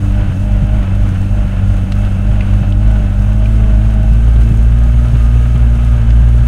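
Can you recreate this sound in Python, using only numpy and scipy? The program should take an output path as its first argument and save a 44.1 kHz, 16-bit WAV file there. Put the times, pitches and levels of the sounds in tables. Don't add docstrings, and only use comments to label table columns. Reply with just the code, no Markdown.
import sys
import numpy as np
from scipy import signal
from scipy.fft import rfft, irfft, next_fast_len
from scipy.io import wavfile
from scipy.ndimage import uniform_filter1d

SR = 44100
rng = np.random.default_rng(int(sys.argv[2]) if len(sys.argv) > 2 else 0)


def waveform_to_disk(signal):
    frames = np.transpose(np.atleast_2d(signal))
    scaled = np.clip(frames, -1, 1) * 32767
    samples = np.round(scaled).astype(np.int16)
    wavfile.write(sys.argv[1], SR, samples)


N = 285327


def from_db(db):
    return 10 ** (np.asarray(db) / 20)


def rms_one(x):
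    return x / np.sqrt(np.mean(x ** 2) + 1e-20)


def in_time(rows):
    s, *columns = np.transpose(rows)
    return [np.interp(np.arange(N) / SR, s, c) for c in columns]


def drift(rate_hz):
    step = 40
    r = np.exp(-2 * np.pi * rate_hz * step / SR)
    noise = rng.standard_normal(N // step + 2002)
    slow = signal.lfilter([1], [1, -2 * r, r * r], noise)[2000:]
    return np.interp(np.arange(N) / step, np.arange(len(slow)), rms_one(slow))


def coloured(x, spectrum):
    hz, db = np.transpose(spectrum)
    size = next_fast_len(N)
    bins = np.maximum(np.arange(size // 2 + 1) * SR / size, 1)
    gain = from_db(np.interp(np.log(bins), np.log(hz), db))
    gain = gain / np.maximum(bins / hz[-1], 1) ** 2
    return rms_one(irfft(rfft(x, size) * gain, size)[:N])


def resonate(x, hz, width_hz):
    r = np.exp(-np.pi * width_hz / SR)
    zeros = np.array([1, 0, -1]) * (1 - r * r) / 2
    poles = [1, -2 * r * np.cos(2 * np.pi * hz / SR), r * r]
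    return signal.lfilter(zeros, poles, x + 1e-18)


def through(x, modes):
    return sum((-1) ** k * from_db(db) * resonate(x, hz, width)
               for k, (hz, width, db) in enumerate(modes))


def add(out, s, sound):
    at = max(int(s * SR), 0)
    out[at:at + len(sound)] += sound[:max(N - at, 0)]


# t/s, f/Hz
FIRING_RATE = [(0.0, 48.4), (0.2, 50.5), (0.32, 44.7), (0.45, 51.2), (0.6, 49.1), (0.75, 52.4),
               (0.88, 46.6), (1.02, 50.4), (1.15, 46.3), (1.4, 50.9), (1.55, 47.3), (1.71, 49.3),
               (1.86, 47.3), (2.01, 50.7), (2.16, 47.2), (2.33, 52.4), (2.46, 48.3), (2.56, 50.2),
               (2.68, 48.2), (2.88, 53.7), (3.08, 48.9), (3.56, 54.1), (3.76, 52.0), (3.86, 53.9),
               (4.03, 52.4), (4.26, 57.0), (4.55, 54.9), (4.71, 57.4), (5.07, 58.4), (5.22, 56.9),
               (5.52, 59.4), (5.67, 57.1), (5.82, 58.3), (6.04, 56.5), (6.47, 58.4)]
SLACK_SMOOTH_S = 0.21


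def crankshaft():
    rate, = in_time(FIRING_RATE)
    firings = np.cumsum(rate) / SR
    slowing = -uniform_filter1d(np.gradient(rate) * SR, int(SLACK_SMOOTH_S * SR))
    return rate, firings, slowing


BOOM_HZ, BOOM_HALF_WIDTH_HZ = 57, 5
BOOM_DB, BOOM_DB_PER_HZ = -7.5, 0.55
LUG_HZ, LUG_DB_PER_HZ = 49.5, 4.5
DRONE_DB, HUM_DB = -15.5, -24
HUM_FADE_HZ, HUM_FADE_DB_PER_HZ = 53.1, 0.7


def exhaust(rate, firings, boom_flutter_db=1.0, drone_flutter_db=2.0, drone_sway_db=0.8,
            hum_flutter_db=0.56):
    turn = 2 * np.pi * firings
    lag = np.arctan((rate - BOOM_HZ) / BOOM_HALF_WIDTH_HZ)
    boom_db = BOOM_DB - BOOM_DB_PER_HZ * np.abs(rate - BOOM_HZ)
    boom_db -= LUG_DB_PER_HZ * np.maximum(LUG_HZ - rate, 0)
    drone_db = DRONE_DB + drone_flutter_db * drift(25) + drone_sway_db * drift(4)
    hum_db = HUM_DB - HUM_FADE_DB_PER_HZ * np.maximum(rate - HUM_FADE_HZ, 0)
    out = from_db(boom_db + boom_flutter_db * drift(5.2)) * np.cos(turn - lag)
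    out += from_db(drone_db) * np.cos(2 * turn)
    out += from_db(hum_db + hum_flutter_db * drift(4.5)) * np.cos(4 * turn)
    return np.sqrt(2) * out


MECHANICAL_DB, SLACK_DB_PER_HZ_PER_S = -36.5, 0.0974


def mechanical_level(slowing):
    return MECHANICAL_DB + SLACK_DB_PER_HZ_PER_S * slowing


# share of the cycle, relative level/dB
CYCLE_BLOWS = [(0, -10), (0.211, -24), (0.503, -14.5), (0.632, -3), (.84, -3)]
# f/Hz, bandwidth/Hz, relative level/dB
BLOCK_MODES = [(295.6, 22.6, 8.5), (442, 39, -8), (478, 24, 2.5), (614.6, 42.5, 4), (1284, 14, -0.5),
               (1397, 69, -7), (1520, 42, -3), (1700, 81, -10), (2180, 230, -14), (2630, 21, -6.5),
               (3030, 90, -14)]


def knock(firings, level_db, uneven_db=3.5, jitter_s=.00005, gain_db=-6.0):
    cycles = np.arange(int(firings[-1] / 2))
    blows = np.zeros(N)
    for share, db in CYCLE_BLOWS:
        at = np.interp(cycles + share, firings / 2, np.arange(N))
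        at = at + jitter_s * SR * rng.standard_normal(len(cycles))
        strength = from_db(db + uneven_db * rng.standard_normal(len(cycles)))
        blows[np.clip(at, 0, N - 1).astype(int)] += strength
    return from_db(level_db + gain_db) * rms_one(through(blows, BLOCK_MODES))


# f/Hz, relative density level/dB
CLATTER_SPECTRUM = [(250, -13), (360, 0), (540, -5), (700, 3.5), (900, -1.5), (1150, -2.5), (1450, -1),
                    (1950, -8), (2400, -8), (3000, -7.5), (3350, -13), (4500, -24), (8000, -39)]


def clatter(firings, level_db, throb_db=0.1, uneven_db=1.62, ring_db=-8):
    puffs = from_db(throb_db * np.cos(2 * np.pi * 2 * firings) + uneven_db * drift(43))
    direct = coloured(puffs * rng.standard_normal(N), CLATTER_SPECTRUM)
    ringing = rms_one(through(puffs * rng.standard_normal(N), BLOCK_MODES))
    return from_db(level_db) * (direct + from_db(ring_db) * ringing)


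def valve_train(firings, level_db, gain_db=-0.5, wander=0.013, size=1600):
    contacts = rng.standard_normal(size)
    crank = firings / 2 + wander / 2 * drift(6.1)
    rasp = np.interp(crank, np.arange(size) / size, contacts, period=1)
    return from_db(level_db + gain_db) * rms_one(through(rasp, BLOCK_MODES))


# f/Hz, bandwidth of one pass/Hz, relative level/dB
INTAKE_MODES = [(619.3, 67, -1), (799, 95, -6)]
HONK_DB, HONK_HZ, HONK_BELOW_DB_PER_HZ, HONK_ABOVE_DB_PER_HZ = -33, 52.15, 1.7, 2


def intake(rate, firings, gain_db=-2.0, wander=0.0081, uneven_db=1.2, lope_db=2.0, second_db=-10):
    below, above = HONK_BELOW_DB_PER_HZ * (HONK_HZ - rate), HONK_ABOVE_DB_PER_HZ * (rate - HONK_HZ)
    level_db = HONK_DB - np.maximum(below, above)
    stroke = np.floor(firings + wander * drift(21))
    strength = from_db(uneven_db * drift(61) + lope_db * (-1.0) ** stroke)
    gulps = np.diff(stroke, prepend=stroke[0]) * strength
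    shut = np.floor(firings + .5)
    gulps += from_db(second_db) * np.diff(shut, prepend=shut[0])
    honk = sum(from_db(db) * resonate(resonate(gulps, hz, width), hz, width)
               for hz, width, db in INTAKE_MODES)
    return from_db(level_db + gain_db) * rms_one(honk)


# multiple of the firing rate, level at resonance/dB, panel f/Hz
WHINE_ORDERS = [(6.01, -35, 297), (8.015, -45, 439), (12.05, -55, 660), (21.55, -48, 1276),
                (27.84, -48.5, 1520)]


def whines(firings, flutter_db=3.5, wander=0.19, width_share=0.092):
    out = np.zeros(N)
    for order, db, hz in WHINE_ORDERS:
        line = np.sin(2 * np.pi * (order * firings + wander * drift(5.7)))
        out += from_db(db + flutter_db * drift(4.3)) * resonate(line, hz, width_share * hz)
    return np.sqrt(2) * out


GEAR_HZ, GEAR_WIDTH_HZ = 2655, 180


def gear_whirr(rate, slowing, level_db=-52, slowing_db=-0.06, speed_db=-0.3, flutter_db=2.0):
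    db = level_db + slowing_db * slowing + speed_db * (rate - rate.mean()) + flutter_db * drift(4.5)
    ring = resonate(rng.standard_normal(N), GEAR_HZ, GEAR_WIDTH_HZ)
    ring = resonate(ring, GEAR_HZ, GEAR_WIDTH_HZ)
    return from_db(db) * rms_one(ring)


# f/Hz, relative density level/dB
RUMBLE_SPECTRUM = [(8, -0.5), (20, -15), (33, 2.5), (50, 1), (75, -8), (100, -10), (135, -8.5),
                   (190, -15.5), (250, -16.5), (340, -37.5), (600, -49)]
# t/s, peak level before the common jolt gain/dB
RUT_JOLTS = [(0.292, -15.5), (0.623, -13), (1.114, -16.5), (2.294, -17), (2.613, -16), (3, -17.5),
             (4.114, -14.5), (4.362, -17), (4.509, -12), (4.719, -18.5), (4.868, -16.5), (5.131, -13),
             (5.545, -13.5), (6.208, -15.5)]
# f/Hz, bandwidth/Hz, relative level/dB
BODY_MODES = [(96.5, 28, -11), (130.2, 35.4, 6), (178, 63, -4), (243, 41, -14)]
BUMPS_PER_S, BUMP_DB = 1.8, -19.5


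def chassis(rumble_db=-18, jolt_gain_db=6.5, contact_s=0.0031):
    out = from_db(rumble_db) * coloured(rng.standard_normal(N), RUMBLE_SPECTRUM)
    t = np.arange(SR // 5) / SR
    push = np.sin(np.pi * np.minimum(t / contact_s, 1)) ** 2
    thump = through(push, BODY_MODES)
    thump = thump / np.abs(thump).max()
    for s, db in RUT_JOLTS:
        add(out, s, from_db(db + jolt_gain_db) * thump)
    bumps = (rng.random(N) < BUMPS_PER_S / SR) * from_db(BUMP_DB)
    return out + signal.fftconvolve(bumps, thump)[:N]


# f/Hz, relative density level/dB
SWISH_SPECTRUM = [(2000, -18), (3700, 5), (4700, -4.5), (6000, -8), (7300, -1.5), (9000, 1.5), (9800, -8),
                  (11700, -10.5), (14400, -13.5), (15800, -9)]
# f/Hz, bandwidth/Hz, relative level/dB
PANEL_MODES = [(4270, 79, -5.5), (4530, 120, -4), (4880, 110, -2.5), (5380, 76, 3.5), (5925, 140, 2),
               (6540, 220, 4), (7720, 150, -4.5), (8810, 87, 1.5), (9280, 410, -6), (10490, 330, -3.5),
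               (13450, 400, -8.5)]
BRUSH_DB, BRUSH_DB_PER_HZ = -52.4, 0.14


def weeds(rate, swell_db=1.0, swish_db=0.5, panel_db=-0.5, grain_db=-10, grains_per_s=200,
          spread_db=8.5):
    sizes = from_db(spread_db * np.minimum(rng.exponential(1, N), 4)) * rng.choice([-1, 1], N)
    grains = from_db(grain_db) * rms_one(sizes * (rng.random(N) < grains_per_s / SR))
    direct = from_db(swish_db) * coloured(rng.standard_normal(N) + grains, SWISH_SPECTRUM)
    ringing = rms_one(through(rng.standard_normal(N) + grains, PANEL_MODES))
    brush_db = BRUSH_DB + BRUSH_DB_PER_HZ * (rate - rate.mean()) + swell_db * drift(5.5)
    return from_db(brush_db) * (direct + from_db(panel_db) * ringing)


# t/s, peak level/dB, ring f/Hz, gain of the crack beside the ring/dB
STALK_SNAPS = [(1.921, -17, 2800, 0), (2.049, -26, 2680, -9), (2.4075, -17, 2220, -17),
               (2.7238, -24, 2900, -14), (3.4572, -23, 2470, -21.5), (4.3606, -25, 2930, -9),
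               (6.1041, -21, 2596, -2)]


def snaps(decay_s=0.0041, strike_db=16, width_hz=560):
    out, t = np.zeros(N), np.arange(SR // 20) / SR
    woody = signal.butter(2, [600, 3400], "band", fs=SR, output="sos")
    for s, db, hz, crack_db in STALK_SNAPS:
        splinters = rng.standard_normal(len(t)) * np.exp(-t / decay_s)
        strike = from_db(strike_db) * (t == 0)
        ring = resonate(resonate(strike + splinters, hz, width_hz), hz, width_hz)
        snap = ring + from_db(crack_db) * signal.sosfilt(woody, splinters)
        add(out, s, from_db(db) * snap / np.abs(snap).max())
    return out


def crackles(rate, crackles_per_s=4, crackle_db=-35, speed_power=16):
    born = rng.random(N) < crackles_per_s * (rate / rate.mean()) ** speed_power / SR
    sizes = from_db(crackle_db) * rng.uniform(.5, 1.7, N)
    bright = signal.butter(1, [3000, 12000], "band", fs=SR, output="sos")
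    return signal.sosfilt(bright, born * sizes + 1e-18)


def scene():
    rate, firings, slowing = crankshaft()
    mechanical_db = mechanical_level(slowing)
    engine = exhaust(rate, firings) + knock(firings, mechanical_db) + clatter(firings, mechanical_db)
    engine += valve_train(firings, mechanical_db) + intake(rate, firings)
    engine += whines(firings) + gear_whirr(rate, slowing)
    return (engine + chassis() + weeds(rate) + snaps() + crackles(rate))[None]


CUTOFF_HZ = 15800


def record(dry):
    eased = dry * np.minimum(np.arange(N) / (.004 * SR), 1)
    low_pass = signal.ellip(10, .1, 80, CUTOFF_HZ, fs=SR, output="sos")
    return signal.sosfilt(low_pass, np.clip(eased, -1, 1))


dry = scene()
out = record(dry)
waveform_to_disk(out)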